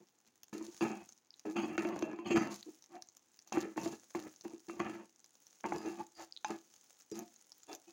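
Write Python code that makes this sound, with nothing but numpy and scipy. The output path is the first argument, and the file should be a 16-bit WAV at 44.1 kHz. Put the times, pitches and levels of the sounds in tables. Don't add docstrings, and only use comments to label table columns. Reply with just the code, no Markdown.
import sys
import numpy as np
from scipy import signal
from scipy.fft import rfft, irfft, next_fast_len
from scipy.io import wavfile
from scipy.ndimage import uniform_filter1d, map_coordinates

SR = 44100
rng = np.random.default_rng(int(sys.argv[2]) if len(sys.argv) > 2 else 0)


def generate_wav(signal):
    frames = np.transpose(np.atleast_2d(signal))
    scaled = np.clip(frames, -1, 1) * 32767
    pcm = np.round(scaled).astype(np.int16)
    wavfile.write(sys.argv[1], SR, pcm)


N = 349272
TIME, RING_TIME = np.arange(N) / SR, np.arange(SR // 4) / SR
TOP_HZ = 16200
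# low_hz, high_hz
ROCKING, WHOLE, BASE, WALL = (100, 280), (280, 480), (480, 2150), (2150, 7500)

# start_s, rise_s, length_s, ease_off_db, rocking_db, thrum_db, rasp_db, ring_db, tearing_db
STROKES = [(0.0, .008, .03, 4.5, -68, -60, -70.5, -93, -84.5),
           (0.257, 0.016, 0.023, 1, -71, -80, -82, -75, -70),
           (0.527, .004, 0.14, 9.5, -51, -40.5, -55, -61.5, -58),
           (0.636, 0.0073, 0.18, 12.5, -74, -71, -67, -80, -60),
           (0.811, .005, 0.21, 22, -38, -36.5, -39, -46, -52.5),
           (1.449, .008, 0.13, 4, -56, -39.5, -55.5, -72, -65),
           (1.556, .006, .2, 13, -41, -34.5, -42.5, -45.5, -59.5),
           (1.788, .004, 0.24, 12, -43, -37, -42.5, -53, -57),
           (2.036, .004, 0.24, 14.5, -50.5, -41, -49, -57, -68),
           (2.25, .015, 0.042, 1, -43.5, -40, -45.5, -46.5, -62.5),
           (2.299, .012, 0.036, 2, -40.5, -28, -42, -38, -55.5),
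           (2.344, .022, 0.2, 22, -33.5, -33.5, -34.5, -43, -52.5),
           (2.496, .02, .12, 9, -65, -69, -71, -71.5, -52),
           (2.656, .012, .035, -5.5, -73.5, -51, -74, -87, -73),
           (2.875, .08, 0.094, 2.5, -81, -55, -61, -76, -71),
           (3.462, 0.0035, .045, 4, -92, -78, -73, -77, -66.5),
           (3.52, .004, 0.048, 3, -43, -36.5, -41, -59, -53.5),
           (3.572, 0.0091, 0.15, 17, -46, -35.5, -46, -60, -55.5),
           (3.762, 0.017, 0.19, 5.5, -48.5, -45, -50, -61, -53.5),
           (4.149, .004, 0.13, 8, -51.5, -41.5, -51, -69, -57),
           (4.436, 0.013, 0.14, 18, -57.5, -48, -56.5, -68, -62.5),
           (4.682, .004, 0.29, 7, -61.5, -49, -59.5, -74, -64),
           (4.793, .004, 0.083, 13, -40.5, -43.5, -39.5, -51, -61),
           (4.869, 0.026, 0.18, 18.5, -49.5, -43.5, -48.5, -58, -63.5),
           (5.633, 0.018, 0.098, 5.5, -49.5, -43, -48, -62, -60),
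           (5.725, .004, 0.3, 8.5, -50.5, -43.5, -48.5, -64, -58),
           (5.848, .005, 0.19, 24, -67, -37, -49, -55, -62.5),
           (6.147, .055, .085, -4, -84, -57.5, -56.5, -71, -57),
           (6.454, .01, 0.037, 2, -62, -59, -57, -66, -58),
           (6.501, .005, 0.058, 12.5, -45, -38, -43.5, -65, -54),
           (7.114, .006, 0.024, 9.5, -49, -37, -65, -70, -61),
           (7.132, .015, 0.098, 4.5, -50, -46.5, -55, -68, -58),
           (7.666, .035, 0.059, -5.5, -74.5, -53, -55, -62, -60),
           (7.868, .02, 0.032, 2, -70.5, -56.5, -67.5, -66, -70)]
# frequency_hz, gain_db
TEAR_SPECTRUM = [(300, -5), (1200, -6.5), (3000, -7), (4500, -1.5), (5600, -2.5), (6400, 3.5), (7200, 1),
                 (8000, -14.5), (9800, -10), (12000, -20.5), (13700, -17), (15000, -9.5), (16000, -23.5)]


def amp(db):
    return 10 ** (np.asarray(db) / 20)


def unit(x):
    return x / np.sqrt(np.mean(x ** 2) + 1e-20)


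def peak(x):
    return x / np.abs(x).max()


def even(x, seconds):
    window = signal.windows.hann(int(seconds * SR) + 3)
    power = signal.fftconvolve(x ** 2, window / window.sum(), "same")
    return x / np.sqrt(np.abs(power) + 1e-12)


def fade(t, t60):
    return np.exp(-np.log(1000) * t / t60)


def along(points, hz):
    frequencies, values = np.transpose(points)
    return np.interp(np.log(hz + 1), np.log(frequencies), values)


def add(track, start_s, sound):
    part = track[max(round(start_s * SR), 0):][:len(sound)]
    part += sound[:len(part)]


def colour(x, spectrum):
    size = 2 * next_fast_len(len(x) // 2 + 4096)
    gain = amp(along(spectrum, np.fft.rfftfreq(size, 1 / SR)))
    cepstrum = irfft(np.log(gain))
    cepstrum[1:size // 2] *= 2
    cepstrum[size // 2 + 1:] = 0
    return irfft(rfft(x, size) * np.exp(rfft(cepstrum)))[:len(x)]


def wobble(knots_per_s):
    knots = rng.standard_normal(int(N * knots_per_s / SR) + 4)
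    return map_coordinates(knots, [TIME * knots_per_s])


def room_tone():
    # frequency_hz, gain_db
    spectrum = [(15, -37.5), (25, -23.5), (48, -8), (326, 7), (624, -7), (818, 2), (1130, -4.5),
                (3620, -10), (6380, -11.5), (8140, -20), (9840, -20.5), (13200, -24), (16000, -11.5)]
    return amp(-79) * unit(colour(rng.standard_normal(N), spectrum))


def kitchen(x):
    # frequency_hz, t60_s
    decay_times = [(150, 0.42), (800, 0.26), (3000, 0.24), (12000, 0.085)]
    hz, t, noise = signal.stft(rng.standard_normal(SR // 2), SR, nperseg=256)
    decay = fade(t, along(decay_times, hz)[:, None])
    tail = signal.istft(noise * decay, SR, nperseg=256)[1]
    tail = np.pad(tail, (SR // 200, 0))
    return signal.fftconvolve(x, tail / np.linalg.norm(tail))[:N]


def crackle(level_db, spectrum, snaps_per_s, spread_db, t60_s, swish_db):
    merge_db = -67
    t = RING_TIME[:SR // 400]
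    when, pitch, size, life = rng.random((int(snaps_per_s * N / SR), 4)).T
    hz = 500 + pitch * TOP_HZ
    strength = amp(spread_db * np.minimum(-np.log(1 - size), 4))
    decay = fade(t, t60_s * (.5 + life[:, None]))
    grains = strength[:, None] * np.sin(2 * np.pi * hz[:, None] * t) * decay
    place = (when * N).astype(int)[:, None] + np.arange(len(t))
    snaps = unit(np.bincount(place.ravel(), grains.ravel(), N)[:N])
    lingering_power = signal.fftconvolve(snaps ** 2, fade(RING_TIME, 0.011) ** 2)[:N]
    scattered = unit(np.sqrt(np.abs(lingering_power)) * rng.standard_normal(N))
    swish = amp(swish_db + 0.47 * (level_db - merge_db)) * rng.standard_normal(N)
    texture = colour(snaps + amp(-1) * scattered + swish, spectrum)
    return amp(level_db - 0.5) * even(texture, seconds=0.27)


def sizzle():
    # time_s, level_db
    levels = [(0, -77.5), (.45, -79.5), (.75, -62), (1.15, -72), (1.25, -82.5), (1.65, -67.5),
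              (2.15, -86.5), (2.7, -67.5), (2.9, -76), (3.45, -74.5), (4.05, -65.5), (4.65, -69),
              (5.1, -73.5), (5.55, -68.5), (6.1, -71), (6.4, -73.5), (6.75, -68.5), (7.92, -70)]
    # frequency_hz, gain_db
    spectrum = [(290, -38), (500, -7), (659, -14.5), (729, -8.5), (1050, -16.5), (1260, -11.5), (2230, -14),
                (4600, -11.5), (6610, -0.5), (8330, -15.5), (9770, -13), (12900, -28.5), (16000, -9)]
    flare_db = 1.5 * wobble(knots_per_s=33)
    level_db = np.interp(TIME, *np.transpose(levels)) + 2 + flare_db
    return crackle(level_db, spectrum, snaps_per_s=800, spread_db=6.2, t60_s=0.001, swish_db=-2)


def pressure(rise_s, length_s, ease_db):
    lift_t60_s = 0.098
    t = np.arange(int((length_s + lift_t60_s * 2) * SR)) / SR
    bite = np.sin(np.pi / 2 * np.minimum(t / rise_s, 1)) ** 2
    ease = amp(-ease_db * np.clip((t - rise_s) / length_s, 0, 1))
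    lift = fade(np.maximum(t - length_s, 0), lift_t60_s)
    return bite * ease * lift


def tearing():
    power = np.full(N, 1e-10)
    for start_s, rise_s, length_s, ease_db, *_, tearing_db in STROKES:
        add(power, start_s, (amp(tearing_db) * pressure(rise_s, length_s, ease_db)) ** 2)
    clump_db = 2 * wobble(knots_per_s=65)
    level_db = 10 * np.log10(power) + clump_db
    return crackle(level_db, TEAR_SPECTRUM, snaps_per_s=790, spread_db=6, t60_s=0.0008, swish_db=-3.5)


def smacks():
    # start_s, peak_db, pitch_hz
    threads = [(1.306, -43, 4940), (1.3405, -46, 4000), (6.3237, -36, 4800), (6.3645, -37, 3950),
               (6.3735, -37, 3850)]
    out, t = np.zeros(N), RING_TIME[:SR // 100]
    for start_s, db, hz in threads:
        click = np.sin(2 * np.pi * hz * t) * t * fade(t, t60=.003)
        add(out, start_s, amp(db) * peak(click))
    return out


def pot_ring(family, scatter_db, flip_share=0):
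    # pitch_hz, level_db, t60_s
    modes = [(130, -17, .08), (198, -5, .1), (258, -9, .07), (322, -4, .13), (395, -11, .06),
             (465, -16, .05), (520, -8, .05), (569, -6, .1), (690, -1, .09), (780, -2, .06), (844, -1, .1),
             (914, -2, .1), (1070, -1, .06), (1185, -1, .07), (1255, 0, .08), (1350, -4, .05),
             (1691, -4, .12), (1810, -4, .05), (2030, -8, .04), (2913, -14, .14), (3171, -10, .08),
             (3270, -10, .06), (4269, -19, .12), (4700, -14, .04), (6153, -10, .025), (6542, -14, .14),
             (6870, -14, .03), (216, 0, .15), (341, 0, .19), (2305, -7, .14), (2468, -3, .12),
             (2567, -5, .15), (2709, 0, .2)]
    low_hz, high_hz = family
    gains = amp(scatter_db * rng.standard_normal(len(modes)))
    gains *= np.where(rng.random(len(modes)) < flip_share, -1, 1)
    ring = sum(gain * amp(db) * fade(RING_TIME, t60) * np.sin(2 * np.pi * hz * RING_TIME)
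               for (hz, db, t60), gain in zip(modes, gains) if low_hz < hz <= high_hz)
    band = signal.butter(2, [low_hz * .7, high_hz * 1.2], "band", fs=SR, output="sos")
    return signal.sosfilt(band, ring)


def small_pockets(per_s):
    count = int(per_s * N / SR)
    starts, chance = rng.uniform(0, N / SR, count), rng.standard_normal((count, 2))
    return [(start_s, -56.5 - 0.5 * weakness, 6500 * np.exp(0.12 * tune), -84)
            for start_s, (weakness, tune) in zip(starts, chance)]


def pops():
    # start_s, level_db, pitch_hz, snap_db
    large_pockets = [(0.4329, -37.5, 6480, -50), (0.4823, -49.5, 6930, -80.5), (1.0909, -37, 6680, -73),
                     (1.1233, -41.5, 6490, -77), (1.3952, -38, 6590, -87.5), (1.9909, -31.5, 6460, -66.5),
                     (2.4279, -45, 6240, -75), (2.6284, -37, 4340, -57.5), (2.8235, -42.5, 6100, -73),
                     (2.8404, -43, 6350, -74.5), (3.0225, -33, 5860, -90), (3.0874, -41.5, 6710, -97),
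                     (3.1688, -42, 6920, -64), (3.3906, -41.5, 5840, -89), (3.475, -40, 6720, -57),
                     (3.6057, -34, 7110, -57), (3.8147, -37, 6170, -62), (4.1046, -43, 6520, -70),
                     (4.3615, -42.5, 6500, -72), (4.4104, -37.5, 6220, -74), (5.2435, -42, 6180, -64),
                     (5.468, -41.5, 6190, -66), (6.7625, -44, 6520, -65), (7.009, -43, 5900, -75),
                     (7.1147, -37, 7280, -64), (7.1911, -32, 6520, -45), (7.3616, -45, 6910, -90),
                     (7.5193, -38, 5570, -69.5), (7.5812, -60, 6520, -58.5), (7.6326, -41.5, 7150, -89),
                     (7.644, -54, 6350, -91), (7.7498, -33.5, 6940, -47)]
    snap_spectrum = [(8000, -22.5), (13000, -2.5), (15500, -4)]  # frequency_hz, gain_db
    glide_share, glide_s = 0.36, 0.0013
    out, t = np.zeros(N), RING_TIME[:SR // 50]
    opening = 1 - np.exp(-(t / .0006) ** 2)
    burst = opening * (fade(t, 0.0033) + amp(-22.5) * fade(t, 0.026))
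    for start_s, db, hz, snap_db in [*large_pockets, *small_pockets(per_s=4)]:
        pitch_hz = hz * (1 + glide_share * (.5 - np.exp(-t / glide_s)))
        cavity = peak(np.sin(2 * np.pi * np.cumsum(pitch_hz) / SR) * fade(t, 0.0026) * opening)
        tear = peak(colour(rng.standard_normal(len(t)) * burst, TEAR_SPECTRUM))
        snap = peak(colour(rng.standard_normal(len(t)) * fade(t, 0.0051), snap_spectrum))
        pop = amp(db) * (amp(-4.5) * cavity + amp(-9) * tear) + amp(snap_db + 10) * snap
        base_tap = peak(pot_ring(BASE, scatter_db=4, flip_share=.5) * fade(RING_TIME, .03))
        add(out, start_s, pop)
        add(out, start_s, amp(db - 28) * base_tap)
        add(out, start_s + rng.uniform(.0009, .0018), amp(-9) * pop)
        for delay_s in 0.011 * rng.random(size=2):
            add(out, start_s + delay_s, amp(-11.5) * pop)
    return out


def squeaks():
    # start_s, length_s, pitch_hz, width_hz, level_db
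    grips = [(0.802, .034, 4710, 100, -58), (1.557, 0.074, 3070, 250, -58), (1.833, 0.16, 687, 69, -52),
             (2.036, 0.087, 642, 84, -51.5), (2.243, 0.06, 3170, 310, -58), (2.273, 0.15, 7450, 30, -63.5),
             (2.3, 0.062, 6560, 180, -53.5), (2.311, .035, 2760, 70, -52), (2.337, 0.042, 342.8, 11, -29),
             (2.346, 0.11, 4720, 500, -58.5), (2.357, .11, 6240, 650, -57), (2.932, 0.083, 730, 47, -55),
             (5.753, .11, 4900, 64, -66.5), (5.997, .024, 849, 20, -41.5), (6.14, .1, 4750, 700, -66),
             (6.176, 0.08, 752, 160, -58), (6.445, 0.034, 5020, 70, -61), (7.113, 0.038, 4920, 71, -64.5),
             (7.114, 0.025, 5720, 70, -61), (7.169, .1, 689, 90, -61), (7.676, 0.1, 724, 194, -56),
             (7.68, 0.07, 3520, 140, -66)]
    out, t = np.zeros(N), RING_TIME
    for start_s, length_s, hz, width_hz, db in grips:
        progress = t / length_s
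        swell = peak(progress ** 1.7 * np.exp(-5 * progress))
        waver = np.cumsum(rng.standard_normal(len(t))) * np.sqrt(np.pi * width_hz / SR)
        tone = np.sin(2 * np.pi * hz * t + uniform_filter1d(waver, size=64))
        add(out, start_s, amp(db + 5) * swell * tone)
    return out


def knocks():
    # start_s, contact_db, blade_hz, blade_t60_s, thump_db, ring_db, edge_db
    blows = [(.529, -41, 1030, 0.019, -40.5, -66, -49), (.61, -47, 980, 0.055, -37, -69, -55),
             (.682, -64, 690, .03, -42.5, -68, -65), (0.809, -30, 900, 0.0078, -28.5, -34, -39),
             (.824, -38, 1014, 0.08, -29.5, -32.5, -56.5), (1.453, -37.5, 675, 0.043, -47, -57, -67),
             (1.567, -35, 1360, 0.05, -36.5, -32.5, -54), (1.779, -20.5, 1380, 0.013, -28.5, -30.5, -28.5),
             (1.85, -29, 620, 0.049, -28.5, -38.5, -55), (1.962, -34, 860, 0.013, -33, -56, -61),
             (2.024, -27, 670, .03, -27, -40, -34.5), (2.131, -39.5, 1035, .045, -35, -57, -67),
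             (2.188, -40.5, 1022, 0.12, -38, -47.5, -65), (2.367, -28.5, 1184, 0.036, -23, -34.5, -37.5),
             (2.376, -27.5, 1000, .04, -34, -42.5, -46.5), (2.409, -34, 1270, .03, -34, -58, -54),
             (2.965, -41.5, 770, 0.024, -51, -62, -58), (3.523, -27, 820, 0.037, -39, -36, -35),
             (3.571, -25.5, 797, 0.05, -22.5, -45, -45), (3.761, -40.5, 855, 0.052, -40, -65, -58),
             (3.777, -23.5, 865, 0.022, -30, -42.5, -47), (3.859, -32, 678, 0.11, -30, -49, -57),
             (4.149, -28.5, 860, 0.038, -37, -49, -48), (4.451, -40, 800, 0.075, -35.5, -56, -70),
             (4.534, -54.5, 810, 0.044, -39.5, -77, -70), (4.697, -33.5, 1240, 0.022, -42, -47, -53),
             (4.801, -23.5, 1143, 0.034, -30.5, -38, -35), (4.896, -30.5, 760, 0.0071, -41, -44.5, -46),
             (5.641, -27, 880, 0.027, -42.5, -72, -64), (5.654, -27.5, 920, .075, -37.5, -46, -60),
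             (5.722, -23.5, 835, .045, -33, -53, -51), (5.86, -39, 700, 0.032, -36.5, -57, -41),
             (6.446, -23, 855, 0.073, -60, -42, -26.5), (6.496, -33, 820, 0.066, -48, -65, -49.5)]
    # frequency_hz, gain_db
    contact_spectrum = [(60, -46), (200, -20), (450, -7), (800, 9), (1300, 3), (2400, 0.5), (3600, -35.5),
                        (8000, -42.5), (16000, -62.5)]
    # frequency_hz, gain_db
    edge_spectrum = [(1000, -15), (3000, -0.5), (4700, -1.5), (5400, -7.5), (6200, 9), (7300, -8),
                     (8000, -31.5), (10000, -26.5), (16000, -38)]
    out, t = np.zeros(N), RING_TIME
    swell = (1 - np.exp(-t / 0.0031)) * fade(t, 0.54)

    def tap(family):
        return peak(pot_ring(family, scatter_db=1.5))

    for start_s, contact_db, hz, t60, thump_db, ring_db, edge_db in blows:
        flex = np.sin(2 * np.pi * hz * t) + amp(-11.5) * np.sin(2 * np.pi * 1.22 * hz * t)
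        tock = peak(flex * fade(t, t60) * (1 - np.exp(-t / .0003)))
        chatter = amp(-4) * rng.standard_normal(len(t)) * fade(t, 0.017)
        contact = peak(colour((t == 0) + chatter, contact_spectrum))
        edge = peak(colour(rng.standard_normal(len(t)) * fade(t, .016), edge_spectrum))
        blade = amp(contact_db) * (amp(-5.5) * tock + amp(-6) * contact + amp(-36) * tap(BASE))
        rocking = amp(thump_db - 11.5) * peak(swell * tap(ROCKING))
        thump = amp(thump_db) * peak(swell * tap(WHOLE))
        ring = amp(ring_db - 2) * tap(WALL)
        add(out, start_s, blade + amp(edge_db - 4.5) * edge + rocking + thump + ring)
    return out


def slips(per_s, spread_db):
    slipping = rng.random(N) < per_s / SR
    return slipping * rng.choice([-1, 1], N) * amp(spread_db * rng.standard_normal(N))


def stroke_gains():
    powers = np.zeros((4, N))
    for start_s, rise_s, length_s, ease_db, *levels_db, _ in STROKES:
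        push = pressure(rise_s, length_s, ease_db)
        for power, db in zip(powers, levels_db):
            add(power, start_s, (amp(db) * push) ** 2)
    judder_db = 2.5 * wobble(knots_per_s=45)
    return np.sqrt(powers) * amp(judder_db)


def scraping():
    rocking, thrum, rasp, ring = stroke_gains()
    jerks = slips(per_s=900, spread_db=4) + 0.015 * rng.standard_normal(N)
    turn = 2 * np.pi * 1.6 * TIME

    def shaken(family):
        rings = [pot_ring(family, scatter_db=1, flip_share=.5) for _ in range(2)]
        here, there = (unit(signal.fftconvolve(jerks, response)[:N]) for response in rings)
        return here * np.cos(turn) + there * np.sin(turn)

    # frequency_hz, gain_db
    rub_spectrum = [(60, -37.5), (150, -10.5), (300, -5.5), (520, -3), (800, 3.5), (1250, -13), (1500, -8),
                    (2600, -11.5), (3500, -26), (8000, -53), (16000, -63)]
    rubbing = unit(shaken(BASE)) + amp(0.5) * unit(colour(jerks, rub_spectrum))
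    return (amp(-1) * rocking * even(shaken(ROCKING), seconds=0.07)
            + amp(-2) * thrum * even(shaken(WHOLE), seconds=0.035)
            + amp(-1.5) * rasp * even(rubbing, seconds=0.036)
            + amp(-4.5) * ring * even(shaken(WALL), seconds=0.013))


def scene():
    pot = scraping() + knocks() + squeaks()
    dough = pops() + smacks() + sizzle() + tearing()
    direct = pot + dough
    return (direct + room_tone() + amp(-17.5) * kitchen(direct))[None]


def record(dry):
    low_cut_hz = 79
    thin = signal.sosfilt(signal.butter(2, low_cut_hz, "high", fs=SR, output="sos"), dry)
    size = next_fast_len(N + SR // 2)
    in_band = np.fft.rfftfreq(size, 1 / SR) < TOP_HZ
    return irfft(rfft(thin, size) * in_band, size)[:, :N]


dry = scene()
out = record(dry)
generate_wav(out)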